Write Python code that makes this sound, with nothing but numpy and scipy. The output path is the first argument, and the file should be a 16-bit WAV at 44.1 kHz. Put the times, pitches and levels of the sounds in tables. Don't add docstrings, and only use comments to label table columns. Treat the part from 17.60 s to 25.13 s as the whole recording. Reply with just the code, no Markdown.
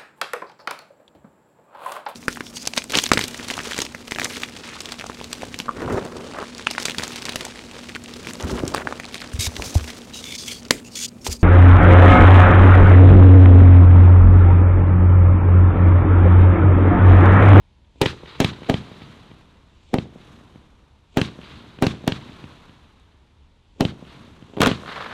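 import sys
import numpy as np
from scipy import signal
from scipy.fft import rfft, irfft, next_fast_len
from scipy.io import wavfile
from scipy.ndimage import uniform_filter1d

SR = 44100
rng = np.random.default_rng(int(sys.argv[2]) if len(sys.argv) > 2 else 0)


def wav_record(signal):
    frames = np.transpose(np.atleast_2d(signal))
    bounded = np.clip(frames, -1, 1)
    quanta = np.round(bounded * 32767).astype(np.int16)
    wavfile.write(sys.argv[1], SR, quanta)


def volts_from_decibels(level):
    exponent = np.asarray(level, float) / 20
    return 10 ** exponent


N = 332056


def evened(x):
    return x / np.sqrt(np.mean(x ** 2) + 1e-30)


def add(mix, start_s, sound):
    part = mix[round(start_s * SR):][:len(sound)]
    part += sound[:len(part)]


def coloured(x, spectrum):
    hz, db = np.transpose(spectrum)
    size = next_fast_len(len(x))
    grid = np.fft.rfftfreq(size, 1 / SR)
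    gain = volts_from_decibels(np.interp(np.log(grid + 1), np.log(hz), db, -90, -90))
    return evened(irfft(rfft(x, size) * gain, size)[:len(x)])


def lumpy(length, spectrum, lump_db, lump_s):
    arrivals, lumps = rng.standard_normal((2, length))
    wander = evened(uniform_filter1d(lumps, round(lump_s * SR)))
    return coloured(arrivals * volts_from_decibels(lump_db * wander), spectrum)


def swell(t, db, build_s, hold_s, fall_db):
    t = np.maximum(t, 0)
    build = 1 - np.exp(-(t / build_s) ** 2)
    return build * volts_from_decibels(db - fall_db * np.maximum(t - hold_s, 0))


def blast(db, stretch, rise_s, dies_s):
    t = np.arange(1600) / SR / stretch
    swings = np.sin(np.pi * (t / 0.001011) ** 0.557) * np.exp(-(t / dies_s) ** 2)
    heave = 0.018 * np.hanning(len(t))
    return volts_from_decibels(db) * (swings + heave) * (1 - np.exp(-(t / rise_s) ** 2))


def crack(db, length_ms, spectrum):
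    u = np.arange(1600) / SR / (0.00028 * length_ms)
    envelope = u * np.exp(1 - u)
    sound = lumpy(4096, spectrum, 2.0, 0.0011)[:1600] * envelope
    return volts_from_decibels(db) * sound / np.sqrt(np.sum(sound ** 2) / np.sum(envelope ** 2))


def lead_in(db, rumble, hiss):
    to_go = np.arange(len(rumble))[::-1] / SR
    growth = np.exp(-(to_go / 0.0077) ** 3) + 0.057 * np.exp(-to_go / 0.029)
    return volts_from_decibels(db) * (rumble + 0.15 * hiss) * growth


# [t/s, blast level/dB, blast stretch/1, crack level/dB, lead-in level/dB]
REPORTS = [(0.4147, -6.5, 0.83, -9.5, -34), (0.4169, -1.5, 0.835, -9.5, -62.5), (0.8021, 0, 1.056, -7, -43),
           (1.0968, -21, 0.66, -22, -21.5), (1.0981, -2.5, 1.025, -16, -61), (2.341, -3.5, 0.908, -20, -25),
           (3.5711, -0.5, 0.95, -8.5, -30), (4.2235, 1.5, 0.953, -8, -27), (4.4774, -8, 1.09, -15, -31.5),
           (6.2077, -1.5, 0.982, -14, -25.5), (7.005, -7.5, 1.08, -13.5, -26.5),
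           (7.0165, -7, 0.58, -5, -29), (7.0321, -6.5, 0.57, -11.5, -14), (7.071, -3.5, 0.9, -15.5, -17)]
# [f/Hz, level/dB per Hz]
CRACK_SPECTRUM = [(300, -22), (1000, 3), (1900, -0.5), (2900, 5.5), (3800, 3.5), (5000, -12.5),
                  (7000, -24.5), (12000, -24), (16500, -44)]
# [f/Hz, level/dB per Hz]
GRUMBLE_SPECTRUM = [(150, -17.5), (260, -4), (380, -3), (650, -12.5), (1100, -23.5)]
# [f/Hz, level/dB per Hz]
STAR_SPECTRUM = [(300, -20), (1000, 5), (2000, -6), (3700, -5.5), (4700, -18), (5900, -14.5), (12000, -28),
                 (15000, -42), (16600, -62.5)]
STRAIGHT_PUSH_DB, STRAIGHT_CRACK_DB = 12.5, 2.5
SCATTERED_CRACK_DB = 11


def fire_shots(straight, outward, low, high):
    for s, blast_db, stretch, crack_db, lead_db in REPORTS:
        tear = crack(crack_db, 3.76, CRACK_SPECTRUM)
        rumble = lumpy(2048, GRUMBLE_SPECTRUM, 0.42, 0.00067)
        lead = lead_in(lead_db, rumble, lumpy(2048, STAR_SPECTRUM, 1.3, 0.0015))
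        push = blast(blast_db + STRAIGHT_PUSH_DB, 0.926 * stretch, 0.00012, 0.0031)
        add(straight, s, push + volts_from_decibels(STRAIGHT_CRACK_DB) * tear)
        add(outward, s, blast(blast_db + 0.31, 1.027 * stretch, 0.00052, 0.0062) + tear)
        lead_s = s - 2048 / SR
        add(straight, lead_s, volts_from_decibels(3.0) * lead)
        add(outward, lead_s, volts_from_decibels(-3.5) * lead)
        add(low, s, volts_from_decibels(blast_db) * np.ones(1))
        add(high, s, volts_from_decibels(crack_db + SCATTERED_CRACK_DB) * np.ones(1))


# [t/s, level/dB, length/ms]
STAR_TEARS = [
    (7.0163, -3, 4.6),
    (7.0330, -17, 7.2),
]
# [f/Hz, level/dB per Hz]
TREE_SPECTRUM = [(300, -17), (480, 0), (750, -1.5), (1100, 2), (1600, 1.5), (2400, -8.5), (3800, -11.5),
                 (5500, -26)]


def tear_stars(straight, outward):
    for s, db, length_ms in STAR_TEARS:
        tear = crack(db, length_ms, TREE_SPECTRUM)
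        add(straight, s, tear)
        add(outward, s, tear)


# [t/s, level/dB, stretch/1, spit level/dB]
LIFT_PUFFS = [
    (0.358, -44, .9, -76),
    (2.314, -43, 1.1, -62),
    (3.543, -55.5, 0.95, -60),
    (4.187, -35, 0.27, -58),
    (6.898, -36, 1, -61),
    (6.936, -29.5, 0.88, -56),
    (6.968, -24.5, 0.83, -42.5),
    (6.973, -15.5, 0.96, -52),
    (6.983, -18, 0.79, -42),
]


def puff_charges(straight, outward, low):
    for s, db, stretch, spit_db in LIFT_PUFFS:
        puff = blast(db, stretch, 0.00042, 0.0033) + crack(spit_db, 6.4, CRACK_SPECTRUM)
        add(straight, s, volts_from_decibels(2.5) * puff)
        add(outward, s, puff)
        add(low, s, volts_from_decibels(db) * np.ones(1))


def candles():
    straight, outward, low, high = np.zeros((4, N))
    fire_shots(straight, outward, low, high)
    tear_stars(straight, outward)
    puff_charges(straight, outward, low)
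    return straight, outward, low, high


# [t/s, level/dB]
SHOCK_FRONTS = [(.4168, -14), (0.802, -16), (1.0987, -24), (2.341, -29), (3.5711, -7), (4.2237, -18),
                (4.477, 3), (6.2076, -28), (7.0063, -14), (7.0163, -12), (7.061, -14)]


def snaps():
    out = np.zeros(N)
    u = np.arange(100) / SR / 0.00003
    for s, db in SHOCK_FRONTS:
        add(out, s, volts_from_decibels(db) * (1 - u) * np.exp(-u))
    return out


# [delay t/s, level/dB, sign/1, low edge f/Hz, high edge f/Hz]
REFLECTORS = [(.0088, -13.5, 1, 402, 2450), (0.0113, -16.5, 1, 395, 2000), (0.0153, -22.5, 1, 400, 2034),
              (0.0152, -15.5, 1, 252.5, 2950), (.0200, -13, 1, 342, 1846), (.0230, -15.5, 1, 354, 1620),
              (0.0263, -17, 1, 300, 1610), (0.034, -20, 1, 300, 1840), (0.0433, -5, 1, 44.9, 5980),
              (0.0569, -23, -1, 30.2, 893), (0.0822, -34, -1, 60, 893), (0.1147, -25, 1, 100.5, 912),
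              (0.1267, -30, 1, 50, 700), (0.2172, -23, 1, 184, 780), (0.2432, -30.5, 1, 900, 4500),
              (.2610, -33.5, 1, 201.5, 2500), (0.3624, -41, 1, 59.4, 1800), (.4000, -41, -1, 59.8, 694),
              (0.4157, -44.5, 1, 60.7, 702), (0.4692, -35, -1, 60.1, 700), (0.6165, -30, 1, 60, 2780)]


def reflections():
    path, click = np.zeros(SR), np.eye(1, 2000)[0]
    for delay, db, sign, low_hz, high_hz in REFLECTORS:
        thinned = signal.lfilter(*signal.butter(1, low_hz, "high", fs=SR), click)
        dulled = signal.lfilter(*signal.butter(2, high_hz, fs=SR), thinned)
        add(path, delay, np.sign(sign) * volts_from_decibels(db) * dulled)
    return path


# [level/dB, build-up t/s, hold t/s, fall/dB per s]
YARD_BELT = [
    (-20, 0.014, 0.01, 1101.5),
    (-16.5, 0.0056, 0.0088, 602),
    (-28, 0.0033, 0.0045, 900),
    (-45, 0.0027, 0.0035, 198),
]
HEDGE_BELT = [
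    (-29, .008, 0.015, 122),
    (-44, 0.016, 0.042, 58),
    (-38.5, 0.0061, 0.055, 480),
    (-55, .008, 0.061, 800),
]
TREE_BELT = [
    (-41.5, 0.099, 0.31, 21),
    (-45.5, 0.12, 0.25, 12.5),
    (-47.5, 0.022, .03, 12.7),
    (-73, 0.026, .03, 14),
]
OPEN_GROUND = [
    (-47.5, .05, 0.11, 40),
    (-54, .05, .1, 35),
    (-53.5, .05, 0.1, 42),
    (-72.5, .05, 0.13, 36),
]
YARD_S, HEDGE_S, TREE_LINE_S = 0.0024, 0.032, 0.24


def fading(row):
    t = np.arange(2 * SR) / SR
    spread = np.minimum(TREE_LINE_S / (t + 1e-9), 1)
    yard = swell(t - YARD_S, *YARD_BELT[row])
    hedge = swell(t - HEDGE_S, *HEDGE_BELT[row])
    ground = swell(t, *OPEN_GROUND[row])
    trees = spread * swell(t - TREE_LINE_S, *TREE_BELT[row])
    return np.sqrt(yard ** 2 + hedge ** 2 + ground ** 2 + trees ** 2)


# [f/Hz, level/dB per Hz]
BOOM_SPECTRUM = [(25, -39.5), (60, -4.5), (150, 1), (260, -4.5), (500, -26.5)]
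BODY_SPECTRUM = [(150, -2), (280, 3), (500, -2), (900, -10), (1500, -48)]


def low_scatter(train):
    boom = lumpy(2 * SR, BOOM_SPECTRUM, 3.0, 0.008) * fading(0)
    body = lumpy(2 * SR, BODY_SPECTRUM, 2.9, 0.0052) * fading(1)
    return signal.fftconvolve(train, boom + body)[:N]


# [f/Hz, level/dB per Hz]
HISS_SPECTRUM = [(600, -21), (1100, -1), (1900, -5), (2900, -4.5), (3900, -3), (5000, -15), (7000, -70)]
SIZZLE_SPECTRUM = [(3500, -19), (5500, 3), (8000, -4), (12500, -21), (15000, -29), (16600, -48.5)]


def high_scatter(train):
    def level(row):
        power = signal.fftconvolve(train ** 2, fading(row) ** 2)[:N]
        return np.sqrt(abs(power))

    hiss = level(2) * lumpy(N, HISS_SPECTRUM, 1.7, 0.015)
    sizzle = level(3) * lumpy(N, SIZZLE_SPECTRUM, 1.1, 0.003)
    return hiss + sizzle


# [t/s, peak level/dB]
ROAR_CLUMPS = [(7.26, -34), (7.277, -23), (7.286, -37), (7.301, -37), (7.315, -21.5), (7.323, -25),
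               (7.358, -21), (7.376, -28), (7.412, -22), (7.423, -19), (7.444, -20.5), (7.46, -22)]


def roar():
    level = swell(np.arange(N) / SR - 7.253, -35.5, build_s=0.04, hold_s=0.26, fall_db=88)
    out = lumpy(N, TREE_SPECTRUM, 3.5, 0.012) * level
    for s, db in ROAR_CLUMPS:
        add(out, s, crack(db - 10.5, 7.0, TREE_SPECTRUM))
    return out


# [launch t/s, level/dB]
STAR_CLIMBS = [(.416, -54.5), (.802, -52), (1.098, -56), (2.341, -55), (3.571, -53), (4.224, -54.5),
               (4.477, -54.5), (6.208, -54), (7.01, -46)]
# [ends at
# t/s, level/dB, growth/dB per s]
FUSES_AND_SWELLS = [(.414, -62, 150), (.802, -41, 1500), (2.34, -59.5, 58), (3.57, -55.5, 252), (4.224, -56, 600),
                    (6.195, -68, 75), (6.207, -46, 1500), (7.0, -59, 63), (3.571, -50, 1500)]
# [f/Hz, level/dB per Hz]
FUSE_SPECTRUM = [(1500, -25), (2400, 0), (3300, 0.5), (5500, -12), (7500, -10), (8500, -19), (12000, -45)]
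# [t/s, level/dB, f/Hz, length/ms]
SPARK_TICKS = [
    (.25, -58, 3370, 3),
    (5.402, -53, 7500, .5),
]


def stars():
    t = np.arange(N) / SR
    climb_power = sum(swell(t - s, db, build_s=0.17, hold_s=0.39, fall_db=21) ** 2 for s, db in STAR_CLIMBS)
    fuse_level = sum((t < s) * volts_from_decibels(db - growth * abs(s - t)) for s, db, growth in FUSES_AND_SWELLS)
    out = lumpy(N, STAR_SPECTRUM, 1.4, 0.007) * np.sqrt(climb_power)
    out += lumpy(N, FUSE_SPECTRUM, 1.5, 0.006) * fuse_level
    for s, db, hz, length_ms in SPARK_TICKS:
        tick_t = np.arange(0, length_ms / 1000, 1 / SR)
        tick = np.sin(2 * np.pi * hz * tick_t) * np.hanning(len(tick_t))
        add(out, s - 0.003, volts_from_decibels(db) * tick)
    return out


def drone(hz, width_hz):
    turn = np.exp(2j * np.pi * hz * np.arange(N) / SR)
    r = np.exp(-np.pi * width_hz / SR)
    pole = [1, -2 * r, r * r]
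    return evened((turn * signal.lfilter([1], pole, rng.standard_normal(N) / turn)).real)


# [f/Hz, level/dB per Hz]
NIGHT_SPECTRUM = [(15, -23.5), (25, 3), (71, -1.5), (538, -24.5), (1600, -31.5), (3680, -29), (4900, -38),
                  (11800, -53.5)]
NIGHT_DB = -53


def night():
    wash = volts_from_decibels(NIGHT_DB - 3) * coloured(rng.standard_normal(N), NIGHT_SPECTRUM)
    engine = volts_from_decibels(-58) * drone(71.3, width_hz=22)
    tyres = volts_from_decibels(-73.5) * drone(919, width_hz=220)
    return wash + engine + tyres


def scene():
    straight, outward, low, high = candles()
    shots = signal.lfilter(*signal.butter(1, 90, "high", fs=SR), straight)
    shots += signal.fftconvolve(outward, reflections())[:N]
    shots += low_scatter(low) + high_scatter(high)
    return (shots + snaps() + roar() + stars() + night())[None]


def low_pass(x):
    return signal.sosfilt(signal.butter(12, 16800, fs=SR, output="sos"), x)


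def record(dry):
    ceiling, coupling_hz, edge_hz = 0.37, 28.6, 16200
    clipped = np.clip(dry, -ceiling, ceiling)
    tilted = signal.lfilter(*signal.butter(1, coupling_hz, "high", fs=SR), clipped)
    lowpass = signal.firwin(127, edge_hz, window=("kaiser", 8), fs=SR)
    limited = signal.oaconvolve(tilted, lowpass[None], "same")
    return low_pass(limited)


dry = scene()
out = record(dry)
wav_record(out)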